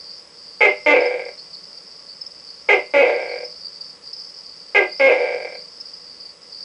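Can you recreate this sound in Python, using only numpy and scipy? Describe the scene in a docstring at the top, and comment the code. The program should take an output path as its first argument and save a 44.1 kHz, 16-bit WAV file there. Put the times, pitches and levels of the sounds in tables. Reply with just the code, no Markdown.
"""A thin insect-like trill wandering near 5 kHz is heard first, over a soft hush with faint whines.
A tokay gecko then calls three times from a glass terrarium in a quiet room at night: a short high bark
("to"), then a lower note ("kay") that slows into a rattle of single pulses.
Vocal-fold snaps and puffs of air excite throat and mouth resonances; glass and room ring after them.
The trill and the hush are shaped noise; the chirps and the whines are sines of wavering phase."""
import sys
import numpy as np
from scipy import signal
from scipy.fft import rfft, irfft
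from scipy.io import wavfile
from scipy.ndimage import uniform_filter1d, minimum_filter1d

SR = 44100
rng = np.random.default_rng(int(sys.argv[2]) if len(sys.argv) > 2 else 0)


def put_to_file(sound):
    """Save the sound as 16-bit audio at rate SR, in the file named by the first command-line argument."""
    columns = np.atleast_2d(sound).T  # one column per channel
    safe = np.clip(columns, -1, 1)
    whole_steps = np.round(safe * 32767)
    wavfile.write(sys.argv[1], SR, whole_steps.astype(np.int16))


N = 292824

# Barks: (start [s], tense time [s], length [s], settled pitch [Hz], relative level [dB])
BARK_CALLS = [(0.607, 0.045, 0.093, 424.3, .5), (2.688, 0.043, 0.1, 416.1, -2),
              (4.748, .038, .105, 410.6, 0)]
# Long notes: (start [s], held time [s], held pitch [Hz], rattle length [s], last pulse rate [1/s],
# bend of the slowing [1 = even], relative level [dB], edge while held [dB])
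LONG_NOTES = [(.862, 0.069, 293.7, .37, 38.01, 0.96, -0.37, 5.5),
              (2.938, 0.073, 280.7, .42, 38.13, 0.93, -0.16, 2.5),
              (4.998, .08, 270, .48, 35.1, .8, -0.9, 2.5)]
# Throat response: (frequency [Hz], gain when tense and fast [dB], gain in the slack rattle [dB])
THROAT_RESPONSE = [(60, -37.5, -38), (205, -32, -39.5), (290.2, -6.5, -20.5), (406, -2.5, -8), (490, 4, 2),
                   (842, -7, -9.5), (1110, -14, -24), (1934, -17, -13), (2009, 2, -4), (2342, -2, 1),
                   (2607, -10, -18.5), (3585, -29.5, -27), (7930, -47.5, -46.5), (9900, -69, -75),
                   (11000, -83.5, -72.5)]
# Standing waves of the tank: (frequency [Hz], level over the direct sound [dB], decay time t60 [s])
TANK_MODES = [(297.2, 8, 0.16), (397, 6, 0.29), (495.6, 17, 0.28), (506, 3, 0.48), (562, 9, 0.23),
              (602.2, 17.5, 0.29), (828, -5, 0.067), (1178, 11, 0.068), (1603, 21, 0.18), (2087, 12, 0.32),
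              (2300, -3, 0.39), (2320, 4.5, 0.36), (2680, -3, 0.9)]
# Reflections from the glass: (delay [ms], level over the direct sound [dB])
PANE_ECHOES = [(1.3, -9), (3.7, -10), (5.6, 1), (7.9, -19), (11.3, -5.5), (15.2, -30)]
# Reverberation of the room: (frequency [Hz], decay time t60 [s])
ROOM_DECAY = [(150, 0.18), (500, 0.24), (2200, 0.24), (5000, 0.29), (10000, 0.05)]
# Course of the trill: (time [s], relative level [dB], centre pitch before swaying [Hz])
TRILL_COURSE = [(0, -35, 4850), (0.16, -35, 4780), (0.28, -46, 5100), (0.41, -38, 4850), (1.08, -38, 4875),
                (1.16, -45.2, 4770), (1.27, -37.5, 4880), (2.6, -40, 5000), (3.13, -41, 4800),
                (3.33, -36.5, 4770), (3.9, -34.5, 4830), (4.01, -47.5, 4860), (4.06, -34, 4920),
                (4.799, -39.5, 4840), (5.95, -37.5, 4920), (6.3, -38, 4760), (6.4, -48.5, 5200),
                (6.55, -34.5, 4710), (6.64, -33.5, 4900)]
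# Lower half of the trill: (frequency [Hz], relative level [dB])
TRILL_LOW_BAND = [(3300, -51.5), (4250, -16.5), (4520, 0), (4800, 4), (5150, -23), (5700, -80.5)]
# Upper half of the trill: (frequency [Hz], relative level [dB])
TRILL_HIGH_BAND = [(4400, -64.5), (4800, -3.5), (5080, 3.5), (5450, -6), (5680, -14), (6300, -28),
                   (9000, -80)]
# Chirps that stand out of the trill: (start [s], length [s], relative level [dB], middle pitch [Hz])
CHIRP_EVENTS = [(1.002, 0.027, -29.5, 5100), (1.053, 0.033, -28.5, 5080), (1.371, 0.088, -34.5, 4530),
                (1.513, 0.12, -32.5, 4650), (2.074, .1, -33, 4720), (2.21, 0.029, -22.5, 5050),
                (2.261, 0.028, -25, 5100), (2.455, 0.17, -36, 4730), (3.27, 0.11, -35, 4580),
                (3.442, 0.032, -24.5, 5174), (3.807, 0.023, -22.5, 4754), (4.128, 0.026, -27, 5070),
                (4.163, 0.078, -30.5, 5080), (4.911, 0.061, -27, 4770), (4.941, 0.11, -28.5, 5040),
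                (5.534, 0.11, -33, 4727), (5.8, 0.027, -23.5, 5160), (5.853, .025, -29.5, 4980),
                (5.931, 0.029, -30, 4900), (6.2, 0.052, -28, 4780), (6.252, 0.026, -27, 4770)]
# Spectrum of the room tone: (frequency [Hz], relative density [dB per Hz])
HUSH_SPECTRUM = [(38, -23), (60, -13), (130, -17.5), (165, -4), (200, -10.5), (380, -11), (490, -4),
                 (700, -13), (1130, -11.5), (1500, -16), (2030, -16), (3600, -18), (6800, -20), (8500, -25),
                 (10000, -23), (10300, -76.5)]
# Faint whines: (frequency [Hz], rms level [dB])
WHINE_TONES = [(468, -67), (576, -66), (1115, -70), (1346, -72), (2019, -69), (7860, -68.5)]

# Bark strength: when swollen; how much softer it starts; time to swell
BARK_DB, BARK_SOFT_DB, BARK_RISE_S = -5, -4, 0.0067
# Bark's break: time to slip loose; share of the pitch lost; fading from then on
BARK_SLIP_S, BARK_DROP, BARK_FADE_DB_PER_S = .014, .11, 191.5
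# The bark's pitch overshoots by this share, swings with this period and settles
BARK_WOBBLE, BARK_WOBBLE_S, BARK_SETTLE_S = .045, .024, 0.023
# Edge is the weight of the treble in each snap: tense bark, loose bark
BARK_EDGE_DB, BARK_LOOSE_EDGE_DB = 7.5, -11
# Note strength while held and as the rattle starts; loss over the rattle
HELD_DB, RATTLE_DB, RATTLE_FADE_DB = -4, 0.5, 14.5
RATTLE_EDGE_DB, NOTE_SLIP_S = -4.5, .015  # edge in the rattle; time the folds take to go slack
ONSET_SHARP, ONSET_S = .06, .008  # each long note starts sharp by this share; settling time
# Mouth resonance; its rise at the widest gape; time to open or close; bandwidth
MOUTH_HZ, GAPE_HZ, GAPE_S, MOUTH_WIDTH_HZ = 2237, 370, 0.072, 260
OVERTONE_HZ = 14350  # thin ring above the voice
# Pitch at which the halves balance; shift that tips them 1 dB each way; random tipping
TRILL_HALVES_HZ, TRILL_HZ_PER_DB, TRILL_SWAY_DB = 4919, 54, 1.64
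EDGE_HZ = 15000  # upper band limit


def gecko(level_db=18, split_hz=1250, rasp_db=-36, rasp_s=0.0014, push_db=-46, push_hz=125):
    """Source-filter principle: each snap lets through a puff of air, and both ring the throat."""
    barks = sum(pulses(bark(*row), clear_jitter=.024, slack_jitter=.1, slack_below_hz=395, shimmer_db=3.5)
                for row in BARK_CALLS)
    notes = sum(pulses(note(*row), clear_jitter=.008, slack_jitter=.04, slack_below_hz=260, shimmer_db=1.5)
                for row in LONG_NOTES)
    snaps = barks + notes
    airflow = signal.lfilter([1], [1, -np.exp(-1 / (rasp_s * SR))], abs(snaps))
    puffs = airflow * rng.standard_normal(N)
    drive = snaps + gain_of(rasp_db) * puffs

    # edge strengthens or weakens only the treble of the drive
    treble, throat = signal.butter(1, split_hz, "high", fs=SR), np.array(THROAT_RESPONSE)
    voice = 0
    for k, (plain, edged) in enumerate(drive):  # tense, then slack
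        excitation = plain + signal.lfilter(*treble, edged - plain)
        voice = voice + colour(excitation, throat[:, [0, k + 1]])

    # the tense part carries a soft low flutter of air and a thin ring far above the voice
    low_band = signal.butter(2, [push_hz / 2, push_hz], "band", fs=SR, output="sos")
    push = gain_of(push_db) * signal.sosfilt(low_band, puffs[0, 0])
    thin_band = signal.butter(3, [OVERTONE_HZ - 120, OVERTONE_HZ + 120], "band", fs=SR, output="sos")
    ring = gain_of(-40) * signal.sosfilt(thin_band, snaps[0, 0])
    return gain_of(level_db) * (voice + mouth(notes[:, 0].sum(0)) + push + ring)


def bark(start, tense_s, length, pitch_hz, level_db):
    """Fold tension sets pitch: a tense yelp wobbles, breaks, drops and fades.

    Rows: (time [s], pulse rate [1/s], pulse strength [dB], edge [dB])."""
    t = np.arange(0, length, 1 / SR)
    loose = np.clip((t - tense_s) / BARK_SLIP_S, 0, 1)
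    wobble = BARK_WOBBLE * np.exp(-t / BARK_SETTLE_S) * np.cos(2 * np.pi * t / BARK_WOBBLE_S)
    rate = pitch_hz * (1 + wobble) * (1 - BARK_DROP * loose)
    swell_db = BARK_SOFT_DB * np.exp(-t / BARK_RISE_S)
    strength_db = BARK_DB + swell_db - BARK_FADE_DB_PER_S * np.maximum(t - tense_s, 0)
    edge_db = BARK_EDGE_DB * (1 - loose) + BARK_LOOSE_EDGE_DB * loose
    return np.transpose([start + t, rate, level_db + strength_db, edge_db])


def note(start, hold, pitch_hz, rattle, last_rate, bend, level_db, edge_db):
    """Relaxation of the folds: as the air runs out, pulses grow further apart and weaker; rows as for bark."""
    t = np.arange(0, hold + rattle, 1 / SR)
    spent = np.maximum(t - hold, 0) / rattle
    slack = np.clip((t - hold) / NOTE_SLIP_S + 1, 0, 1)
    held_gap = 1 / (pitch_hz * (1 + ONSET_SHARP * np.exp(-t / ONSET_S)))
    gap = held_gap + (1 / last_rate - 1 / pitch_hz) * spent ** bend
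    strength_db = HELD_DB * (1 - slack) + RATTLE_DB * slack - RATTLE_FADE_DB * spent
    edge_course_db = edge_db * (1 - slack) + RATTLE_EDGE_DB * slack
    return np.transpose([start + t, 1 / gap, level_db + strength_db, edge_course_db])


def pulses(rows, clear_jitter, slack_jitter, slack_below_hz, shimmer_db, tense_hz=240):
    """Periodic excitation by snaps of the vocal folds, more uneven once the folds go slack.

    Returns (tense, slack) x (plain, weighted by edge) x time; jitters are shares of a period."""
    s, rate, strength_db, edge_db = np.transpose(rows)
    t = np.arange(s[0], s[-1], 1 / SR)
    turns = np.cumsum(np.exp(np.interp(t, s, np.log(rate)))) / SR
    at = np.interp(np.arange(int(turns[-1]) + 1), turns, t)  # one snap per whole turn
    hz = np.interp(at, s, rate)
    slack = np.clip((1 - hz / slack_below_hz) * 10, 0, 1)
    early, louder = rng.standard_normal((200, 2))[:len(at)].T
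    at = at + early * (clear_jitter + slack * slack_jitter) / np.maximum(hz, slack_below_hz / 2)
    uneven_db = shimmer_db * louder * (1 + slack / 5)  # shimmer grows by a fifth when slack
    size = gain_of(np.interp(at, s, strength_db) + uneven_db)
    tension = np.clip(hz / tense_hz, 0, 1) ** 2
    edges = gain_of(np.interp(at, s, edge_db))

    out, span = np.zeros((2, 2, N)), np.arange(-16, 17)
    for when, a, tense, edge in zip(at * SR, size, tension, edges):
        snap = a * np.sinc(span - when % 1) * np.hanning(len(span))  # lands between samples
        out[..., int(when) + span] += np.outer([tense, 1 - tense], [1, edge])[..., None] * snap
    return out


def mouth(x, level_db=-4):
    """Moving cavity resonance: as each long note breaks the jaws gape widest, and it rises and sinks."""
    t = np.arange(N) / SR
    gape = sum(np.exp(-((t - start - hold) / GAPE_S) ** 2) for start, hold, *_ in LONG_NOTES)
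    turn = np.exp(2j * np.pi * np.cumsum(MOUTH_HZ + GAPE_HZ * gape) / SR)
    r = np.exp(-np.pi * MOUTH_WIDTH_HZ / SR)
    # shift the resonance to 0 Hz, smooth there, and shift back
    smooth = signal.lfilter([(1 - r) ** 2], np.poly([r, r]), gape * x / turn + 1e-18)
    return gain_of(level_db) * 2 * (turn * smooth).real


def terrarium(x, size=30000):
    """Enclosure acoustics: direct sound, quick pane reflections and exponentially damped standing waves."""
    t, response = np.arange(size) / SR, np.zeros(size)
    response[0] = 1
    for ms, db in PANE_ECHOES:
        response += gain_of(db) * np.sinc((t - ms / 1000) * SR)
    for hz, db, t60 in TANK_MODES:
        damping = np.log(1000) / t60
        decay = 2 * damping / SR * np.exp(-damping * t)
        response += gain_of(db) * decay * np.cos(2 * np.pi * hz * t)
    return signal.oaconvolve(x, response)[:N]


def room(x, delay_s=0.0028):
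    """Diffuse reverberation: a dense tail whose bands each die at their own speed."""
    hz, t, z = signal.stft(rng.standard_normal(SR), SR, nperseg=256)
    decay = gain_of(-60 * t / read(ROOM_DECAY, hz)[:, None])
    tail = signal.istft(z * decay, SR, nperseg=256)[1]
    tail = tail * (1 - np.exp(-(np.arange(len(tail)) / SR / delay_s) ** 2))  # builds up after the direct sound
    return signal.fftconvolve(x, tail / np.linalg.norm(tail))[:N]


def trill(level_db=-7.0, grain_db=2.0, grain_hz=190, catch_db=-7, catch_s=0.0085, sharp_s=.028):
    """Amplitude-modulated band noise: its halves trade weight as pitch wanders; it dips before sharp chirps."""
    s, db, hz = np.transpose(TRILL_COURSE)
    t = np.arange(N) / SR
    catches = sum(np.exp(-((t - start + catch_s) / catch_s) ** 2)
                  for start, length, *_ in CHIRP_EVENTS if length < sharp_s)
    flutter_db = drift(55) + grain_db * drift(grain_hz) + catch_db * catches
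    pitch_tip_db = (np.interp(t, s, hz) - TRILL_HALVES_HZ) / TRILL_HZ_PER_DB
    tip_db = pitch_tip_db + TRILL_SWAY_DB * drift(12)
    course_db = level_db + np.interp(t, s, db) + flutter_db
    low = noise(TRILL_LOW_BAND) * gain_of(course_db - tip_db)
    high = noise(TRILL_HIGH_BAND) * gain_of(course_db + tip_db)
    return low + high


def chirps(fall_hz=80, waver_hz=90, pure_s=.02, rise_share=0.15, grain_db=2.5, level_db=0.0):
    """Frequency modulation: quick notes slide down a little, nearly pure if short, raspier if longer."""
    out, waver, grain = np.zeros(N), waver_hz * drift(280), gain_of(grain_db * drift(170))
    for s, length, db, hz in CHIRP_EVENTS:
        u = np.linspace(0, 1, int(length * SR))
        rasp = np.sqrt(length / pure_s) * waver[int(s * SR):][:len(u)]  # waver_hz applies at length pure_s
        pitch = hz + fall_hz * (.5 - u) + rasp
        swell = (1 - np.exp(-(u / rise_share) ** 2)) * (1 - u ** 2) ** 2
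        add(out, s, gain_of(db + level_db) * swell * np.sin(2 * np.pi * np.cumsum(pitch) / SR))
    return out * grain


def room_tone(level_db=-52, apart_db=-26, waver=0.95):
    """Stationary noise: a soft hush, slightly unlike in the two channels, with phase-wavering whines."""
    t, side = np.arange(N) / SR, gain_of(apart_db) * noise(HUSH_SPECTRUM)
    whines = sum(gain_of(db) * np.sqrt(2) * np.sin(2 * np.pi * f * t + waver * drift(4))
                 for f, db in WHINE_TONES)
    return gain_of(level_db) * (noise(HUSH_SPECTRUM) + np.array([side, -side])) + whines


def noise(points):
    """Spectral shaping: white noise given the table's spectrum, at rms 1."""
    gain = gain_of(read(points, np.fft.rfftfreq(N, 1 / SR)))
    return evened(irfft(rfft(rng.standard_normal(N)) * gain, N))


def drift(rate_hz):
    """Low-pass random modulation: smooth chance of rms 1 with a Gaussian spectrum of this width."""
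    hz = np.fft.rfftfreq(N, 1 / SR)
    return evened(irfft(rfft(rng.standard_normal(N)) * np.exp(-(hz / rate_hz) ** 2), N))


def colour(x, points, size=4096):
    """Minimum-phase filtering: a causal response with the given spectrum rings after each click."""
    log_gain = np.log(gain_of(read(points, abs(np.fft.fftfreq(size, 1 / SR)))))
    ring = np.fft.ifft(np.exp(np.conj(signal.hilbert(log_gain)))).real
    return signal.oaconvolve(x, ring)[:N]


def placed(x, right_db, above_hz=900):
    """Level difference between two close microphones: only the treble is louder on the right."""
    treble = signal.sosfiltfilt(signal.butter(2, above_hz, "high", fs=SR, output="sos"), x)
    return x + treble * (gain_of([[-right_db / 2], [right_db / 2]]) - 1)


def read(points, hz):
    """Interpolation of a spectrum table along log frequency."""
    f, value = np.transpose(points)
    return np.interp(np.log(hz + 1), np.log(f + 1), value)


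def gain_of(db):
    """Decibel law: level to amplitude gain."""
    return 10 ** (np.asarray(db) / 20)


def evened(x):
    """Power normalisation to rms 1."""
    return x / np.sqrt(np.mean(x ** 2) + 1e-20)


def add(mix, s, sound):
    """Superposition: adds a sound to the mix at time s."""
    part = mix[max(round(s * SR), 0):][:len(sound)]
    part += sound[:len(part)]


def scene(wet_db=-1):
    """Superposition of the gecko in its tank, the trill with its chirps, and the quiet room."""
    call = gecko()
    voice = terrarium(call) + gain_of(wet_db) * room(call)
    insects = trill() + chirps()
    return placed(voice, right_db=1.42) + placed(insects, right_db=.5) + room_tone()


def record(dry, limit_db=-10.0, envelope_fall_db_per_s=120):
    """Compression: power and peaks above the limit lose 85 % of their excess dB; then a band limit."""
    power = (dry ** 2).mean(0)
    peaks = -minimum_filter1d(-power, size=300) / 7  # running maximum
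    power_db = 10 * np.log10(np.maximum(uniform_filter1d(power, size=300), peaks) + 1e-12)
    fall = np.arange(N) * envelope_fall_db_per_s / SR
    envelope_db = np.maximum.accumulate(power_db + fall) - fall  # rises at once, falls steadily
    over_db = np.maximum(envelope_db - limit_db, 0)
    held = dry / gain_of(.85 * uniform_filter1d(over_db, size=150))
    band_limit = signal.firwin(511, EDGE_HZ, window=("kaiser", 9), fs=SR)
    return signal.oaconvolve(held, band_limit[None], "same")


dry = scene()
out = record(dry)
put_to_file(out)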